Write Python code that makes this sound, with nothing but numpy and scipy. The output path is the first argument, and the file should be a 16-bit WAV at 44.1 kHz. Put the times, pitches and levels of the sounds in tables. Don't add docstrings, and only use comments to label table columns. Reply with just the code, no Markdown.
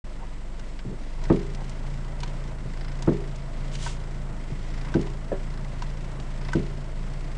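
import sys
import numpy as np
from scipy import signal
from scipy.fft import rfft, irfft
from scipy.io import wavfile
from scipy.ndimage import uniform_filter1d

SR = 44100
rng = np.random.default_rng(int(sys.argv[2]) if len(sys.argv) > 2 else 0)


def store_wav(level_fs):
    pcm = np.round(np.clip(np.atleast_2d(level_fs), -1, 1) * 32767)
    wavfile.write(sys.argv[1], SR, pcm.T.astype(np.int16))


N = 325017
TIME = np.arange(N) / SR
IDLE_HZ, RAISED_HZ = 23.3, 28.01

# pitch_hz, level_db, ring_s (time to fade by 60 dB)
BODY_TONES = [(110, -25, 0.091), (123, -23.5, 0.2), (143, -25, 0.15), (157.6, -4, 0.054),
              (186.3, -20, 0.24), (250, -12.5, 0.11), (328, -18.4, 0.084), (338.6, -22.5, .39),
              (355.5, -3.5, 0.041), (390, -27, 0.52), (417, -32, 0.51), (447, -12.3, 0.09),
              (496, -6.5, 0.0374), (567, -23, 0.083), (648, -13.5, 0.041), (912, -17.5, 0.035),
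              (1065, -26.5, 0.037), (1257, -14, 0.019)]
# pitch_hz, level_db, ring_s
COLUMN_TONES = [(763, -9.5, 0.034), (961, -4, 0.036), (1045, -21, 0.037), (1340, -15, 0.035),
                (1526, -8.5, 0.037), (2000, -20, 0.036)]
# start_s, level_db, brightness_hz, rush_swell_db, crunch_db, chatter_db
CLUNKS = [(1.2989, 1.0, 850, 1.5, -25.5, -45), (3.073, -1.1, 965, 0, -27.5, -47),
          (4.947, -2.5, 520, 1.5, -26, -42), (6.5484, -3.5, 410, 2, -29, -37.5)]


def undb(db):
    return 10 ** (np.asarray(db) / 20)


def unit(x):
    return x / np.sqrt(np.mean(x ** 2))


def noise(spectrum):
    hz, db = np.transpose(spectrum)
    all_hz = np.maximum(np.fft.rfftfreq(N, 1 / SR), 1)
    shape = undb(np.interp(np.log(all_hz), np.log(hz), db))
    return unit(irfft(rfft(rng.standard_normal(N)) * shape, N))


def band(x, lo_hz, hi_hz):
    return signal.sosfilt(signal.butter(2, [lo_hz, min(hi_hz, SR / 2 - 1)], "band", fs=SR, output="sos"), x)


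def walk(rate_hz):
    step = int(SR / rate_hz)
    stairs = np.repeat(rng.standard_normal(N // step + 1), step)
    return unit(uniform_filter1d(stairs, step)[:N])


def fade(t, ring_s):
    return np.exp(-np.log(1000) * t / ring_s)


def hump(peak_s, rise_s, fall_s):
    return np.exp(-((TIME - peak_s) / np.where(TIME < peak_s, rise_s, fall_s)) ** 2)


def ring(tones, rise_s, travel_s, detune):
    out = 0
    for hz, db, ring_s in tones:
        t = np.maximum(TIME[:SR] - travel_s * np.sqrt(100 / hz), 0)
        swing = np.sin(2 * np.pi * hz * (1 + detune * rng.standard_normal()) * t)
        out = out - undb(db) * (1 - np.exp(-t / rise_s)) * fade(t, ring_s) * swing
    return out


def burst(lo_hz, hi_hz, ring_s, rise_s=0.0057):
    t = TIME[:SR]
    hiss = unit(band(rng.standard_normal(SR), lo_hz, hi_hz))
    return hiss * (1 - np.exp(-t / rise_s)) * fade(t, ring_s)


def grit(rate_hz, depth_db=4.5):
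    return unit(undb(depth_db * walk(rate_hz)[:SR]))


def add(out, start_s, x):
    i = max(int(start_s * SR), 0)
    out[i:i + len(x)] += x[:len(out) - i]


def firing_rate(raise_s=1.229, ramp_s=.12, overshoot_hz=1.33):
    # peak_s, depth_hz, half_length_s
    sags = [(.97, 1.0, .1), (1.782, 1.6, .109), (2.672, 1.65, .145), (3.496, 1.48, .133),
            (4.524, 1.66, .252), (5.323, 1.62, .111), (5.773, .88, .073), (6.254, 1.65, .132),
            (6.921, 1.34, .095)]
    raised = (1 + np.tanh((TIME - raise_s) / ramp_s)) / 2
    overshoot = overshoot_hz * hump(raise_s + ramp_s, ramp_s, ramp_s)
    drag = sum(depth_hz * hump(s, half_s, half_s) for s, depth_hz, half_s in sags)
    return IDLE_HZ + (RAISED_HZ - IDLE_HZ) * raised + overshoot - drag


def by_speed(hz, raised_db, db_per_hz):
    return raised_db + db_per_hz * (hz - RAISED_HZ)


def resonance(hz, centre_hz, half_width_hz):
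    return 1 / (1 + ((hz - centre_hz) / half_width_hz) ** 2)


def engine_hum(hz, firings):
    # multiple of the firing rate, level_db
    overtones = [(3, -49.5), (4, -53.5), (6, -54.5), (7, -58), (8, -68.5), (9, -66)]
    turn = 2 * np.pi * firings
    throttle_db = 0.18 * np.gradient(hz) * SR
    out = undb(by_speed(hz, -30, 0.57) + throttle_db + .5 * walk(11)) * np.cos(turn)
    waver_db = .35 * (hz - IDLE_HZ) * walk(17)
    out += undb(by_speed(hz, -42.5, -0.45) + waver_db) * np.cos(2 * turn + 1.13)
    boom = undb(-39 + walk(8)) * resonance(5 * hz, centre_hz=142.24, half_width_hz=10.8)
    out += boom * np.cos(5 * turn)
    for multiple, db in overtones:
        level_db = by_speed(hz, db, db_per_hz=3) + 1.6 * walk(3.9)
        drone = undb(-52.5) * resonance(multiple * hz, centre_hz=189, half_width_hz=7.1)
        shift = 2 * np.pi * rng.random()
        out += (undb(level_db) + drone) * np.cos(multiple * turn + shift)
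    return np.sqrt(2) * out


def pump_ticks(firings, lead=.1, decay=0.23):
    cycle, since = np.divmod(firings + lead, 1)
    size = 1 + .15 * rng.uniform(-1, 1, N)[cycle.astype(int)]
    return size * np.exp(-(since / decay) ** 1.3)


def engine_bay(hz, firings, ticks):
    # pitch_hz, level_db
    rush_colour = [(12, -19), (30, 0), (70, -1), (130, 5.5), (200, -2), (290, -2.5), (450, -8), (560, -7.5),
                   (640, -5.5), (780, -12.5), (950, -10), (1150, -13.5), (1500, -15.5), (2300, -24),
                   (4000, -39)]
    # pitch_hz, level_db
    hiss_colour = [(900, -23.5), (1600, -2), (1830, 3.5), (1980, 8.5), (2350, 1.5), (3050, 1), (3800, -1.5),
                   (5200, -3), (5700, -5.5), (7900, -9), (8500, -13.5), (10200, -22)]
    rush_db, hiss_db = by_speed(hz, -41.5, 0.64), by_speed(hz, -55.5, 0.25)
    for start_s, _, _, swell_db, _, _ in CLUNKS:
        strain = hump(start_s, rise_s=0.33, fall_s=0.16)
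        rush_db += swell_db * strain
        hiss_db += 1.5 * strain
    rush_db += 1.1 * np.sin(2 * np.pi * firings) + 0.69 * walk(8.4)
    hiss_db += by_speed(hz, 7, 1.85) * ticks + 1.25 * walk(120) + walk(8)
    return noise(rush_colour) * undb(rush_db) + noise(hiss_colour) * undb(hiss_db)


def engine_whine():
    # pitch_hz, level_db
    tones = [(7553, -78), (7585, -79), (7865, -76)]
    return np.sqrt(2) * sum(undb(db + 2 * walk(6.2)) * np.sin(2 * np.pi * hz * TIME + walk(26))
                            for hz, db in tones)


def steering_moans():
    # peak_s, half_length_s, pitch_hz, level_db
    moans = [(3.383, 0.17, 668, -52.5), (3.65, 0.31, 615, -54.5)]
    out = np.zeros(N)
    for peak_s, half_s, hz, db in moans:
        swell = undb(db + 1.5 * walk(5.5)) * hump(peak_s, half_s, half_s)
        out += swell * np.sin(2 * np.pi * hz * TIME + .5 * walk(12))
    return np.sqrt(2) * out


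def steering_creak(ticks):
    # peak_s, half_length_s, level_db
    efforts = [(1.3, .1, -46), (2.84, .11, -41), (4.81, .1, -41.5), (5.55, .06, -44), (6.45, .06, -40)]
    # pitch_hz, level_db
    creak_colour = [(400, -10), (700, 10), (1000, 0), (1500, 8), (2050, 10), (2600, -10), (3300, 0.5),
                    (4100, -2.5), (5100, 4.5), (6200, -12), (10000, -27)]
    effort = sum(undb(db) * hump(s, half_s, half_s) for s, half_s, db in efforts)
    return noise(creak_colour) * effort * ticks


def hand_slides(rise_s=0.066, fall_s=0.11):
    # start_s, length_s, level_db
    slides = [(3.714, 0.072, -36.5), (3.769, 0.21, -39.5), (6.195, 0.073, -49)]
    # pitch_hz, level_db
    skin_colour = [(500, 2), (1200, 2), (2400, 3), (3000, 8.5), (4200, 2.5), (6000, 3.5), (7800, 2),
                   (10000, -7.5)]
    contact = np.zeros(N)
    for start_s, length_s, db in slides:
        ramps = np.minimum((TIME - start_s) / rise_s, (start_s + length_s - TIME) / fall_s)
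        contact += undb(db) * np.clip(ramps, 0, 1)
    return contact * noise(skin_colour) * undb(1.3 * walk(400))


def column_scrapes(slips_per_s=1800):
    # peak_s, half_length_s, level_db, centre_hz
    scrapes = [(0.228, .025, -45, 650), (0.924, 0.045, -42, 330), (1.604, 0.036, -44, 600),
               (2.93, 0.094, -56.5, 1700), (4.868, 0.053, -48, 1510), (6.48, .07, -55.5, 1900)]
    out = np.zeros(N)
    column = ring(COLUMN_TONES, rise_s=.0012, travel_s=0, detune=.03)
    for peak_s, half_s, db, centre_hz in scrapes:
        slips = unit((rng.random(N) < slips_per_s / SR) * rng.standard_normal(N))
        ringing = undb(-21) * unit(signal.fftconvolve(slips, column)[:N])
        rasp = unit(band(slips + ringing, centre_hz / 2, 1.4 * centre_hz))
        out += undb(db) * hump(peak_s, half_s, half_s) * rasp
    return out


def clicks_and_ticks(bounce_s=0.009, bounce_db=-7.5):
    # start_s, ring_db, ring_centre_hz, snap_db, snap_centre_hz
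    clicks = [(.594, -31, 1610, -39.5, 3580), (0.79, -29, 2240, -36, 2250),
              (1.238, -29.5, 990, -36.5, 4300), (1.547, -48, 2110, -36.5, 4000),
              (1.694, -50, 2083, -37, 5500), (2.203, -40, 1500, -35, 5000),
              (2.2319, -18.5, 1150, -28, 3060), (2.276, -38, 2000, -37, 2970), (3.022, -25, 920, -31, 4400),
              (3.358, -50, 2000, -41, 5500), (3.752, -44, 2100, -29.5, 3400),
              (3.8626, -16, 1150, -34, 2800), (3.871, -20, 1450, -44, 2400), (4.9401, -14, 1500, -33, 3100),
              (5.011, -37, 1500, -37, 4800), (5.069, -23.5, 745, -43, 2450),
              (5.821, -18.5, 1050, -34, 3400), (6.198, -42, 2100, -37, 3310),
              (6.488, -25.5, 1000, -36, 2160), (6.5321, -8, 1600, -31.5, 5000)]
    out = np.zeros(N)
    treble_cut = signal.butter(6, 8500, fs=SR, output="sos")
    for start_s, ring_db, centre_hz, snap_db, snap_hz in clicks:
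        tones = [(hz, db - 20 * np.log2(hz / centre_hz) ** 2, ring_s) for hz, db, ring_s in COLUMN_TONES]
        ringing = ring(tones, rise_s=0.0017, travel_s=0, detune=0.007)
        snap = signal.sosfilt(treble_cut, burst(snap_hz / 2, 1.68 * snap_hz, ring_s=.033, rise_s=.0013))
        add(out, start_s, undb(ring_db) * ringing + undb(snap_db) * snap)
        add(out, start_s + bounce_s, undb(snap_db + bounce_db) * burst(600, 4000, ring_s=0.032))
    return out


def return_bumps(slips_per_s=600):
    # start_s, knock_db, thud_delay_s, thud_db, rub_db, rub_length_s
    bumps = [(0.849, -20.5, 0.014, -23.5, -38.5, 0.12), (2.655, -24.5, -0.0016, -26, -43, 0.081),
             (4.5016, -21.5, .0175, -21, -42, 0.11), (6.188, -21.5, 0.019, -27, -45, 0.078)]
    # pitch_hz, level_db, ring_s
    rubber_tones = [(171, -6.5, 0.054), (251, -4, 0.046), (380, -3, 0.026), (443, -8, 0.017)]
    # pitch_hz, level_db, ring_s
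    spring_tones = [(126, 1.5, 0.11)]
    out = np.zeros(N)
    damped = [(hz, db, min(ring_s, .12)) for hz, db, ring_s in BODY_TONES]
    body = ring(damped, rise_s=0.0031, travel_s=0.0041, detune=0.033)
    body += undb(-6.5) * burst(80, 600, ring_s=0.034)
    for start_s, knock_db, delay_s, thud_db, rub_db, rub_s in bumps:
        knock = ring(rubber_tones, rise_s=.0016, travel_s=.0025, detune=.02)
        thud = ring(spring_tones, rise_s=0.0022, travel_s=0, detune=.02)
        n = int(rub_s * SR)
        easing = np.sqrt(np.linspace(1, 0, n))
        slips = (rng.random(n) < slips_per_s / SR) * rng.standard_normal(n) * easing
        rub = band(signal.fftconvolve(slips, body), 64, 230)
        add(out, start_s, undb(knock_db) * knock)
        add(out, start_s + delay_s, -undb(thud_db) * thud)
        add(out, start_s, undb(rub_db) * rub / np.std(rub[:n]))
    return out


def linkage_knock(start_s=5.3165, level_db=-18):
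    # pitch_hz, level_db, ring_s
    rod_tones = [(198.5, -12.5, 0.2), (312, -9.5, 0.13), (381, -7, 0.19), (455, -1, 0.085), (532, 6, 0.044),
                 (567, -6, 0.14), (628, -3.5, 0.071), (815, -16, .05), (990, -17, 0.044), (1260, -30, .04),
                 (1720, -18, 0.058)]
    out = np.zeros(N)
    blow = ring(rod_tones, rise_s=0.002, travel_s=0.0033, detune=0.0041)
    contact = undb(-14.5) * burst(350, 1030, ring_s=0.16)
    add(out, start_s, undb(level_db) * (blow + contact))
    return out


def joint_clunks(bass_below_hz=114):
    # delay_s, level_db
    landings = [(0, 0), (0.0121, -4.5), (0.0428, -10.8)]
    out = np.zeros(N)
    for start_s, db, bright_hz, _, crunch_db, chatter_db in CLUNKS:
        softness_db = 8.5 * np.log2(1000 / bright_hz)
        tones = []
        for hz, tone_db, ring_s in BODY_TONES:
            treble_loss_db = 10 * np.log10(1 + (hz / bright_hz) ** 4)
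            bass_lift_db = softness_db / (1 + (hz / bass_below_hz) ** 8)
            tones.append((hz, tone_db - treble_loss_db + bass_lift_db, ring_s))
        blow = band(ring(tones, rise_s=.0035, travel_s=.0039, detune=.003), 70, 6000)
        for delay_s, landing_db in landings:
            add(out, start_s + delay_s, undb(db + landing_db) * blow)
        contact = burst(550, 1.54 * bright_hz, ring_s=0.11, rise_s=0.0024)
        crunch = undb(crunch_db) * band(contact, 330, 3200) * grit(270)
        chatter = undb(chatter_db) * burst(1100, 3300, ring_s=0.24) * grit(220)
        shudder = undb(-37) * burst(130, 430, ring_s=0.68)
        add(out, start_s, undb(db) * (crunch + chatter + shudder))
    return out


def scene():
    hz = firing_rate()
    firings = np.cumsum(hz) / SR + 1 - .018 * IDLE_HZ
    ticks = pump_ticks(firings)
    engine = engine_whine() + engine_hum(hz, firings) + engine_bay(hz, firings, ticks)
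    steering = steering_moans() + steering_creak(ticks) + hand_slides()
    steering += column_scrapes() + clicks_and_ticks()
    knocks = return_bumps() + linkage_knock() + joint_clunks()
    return (engine + steering + knocks)[None]


def record(dry, opens_s=.04, hiss_db=-65, top_hz=9950):
    # pitch_hz, level_db
    hiss_colour = [(1000, 1.5), (3000, -1), (5500, -2), (8000, 1), (10000, -2)]
    opened = np.clip((TIME - opens_s) / .005, 0, 1)
    heard = opened * (dry + undb(hiss_db) * noise(hiss_colour))
    return signal.sosfilt(signal.ellip(12, .2, 80, top_hz, fs=SR, output="sos"), heard)


dry = scene()
out = record(dry)
store_wav(out)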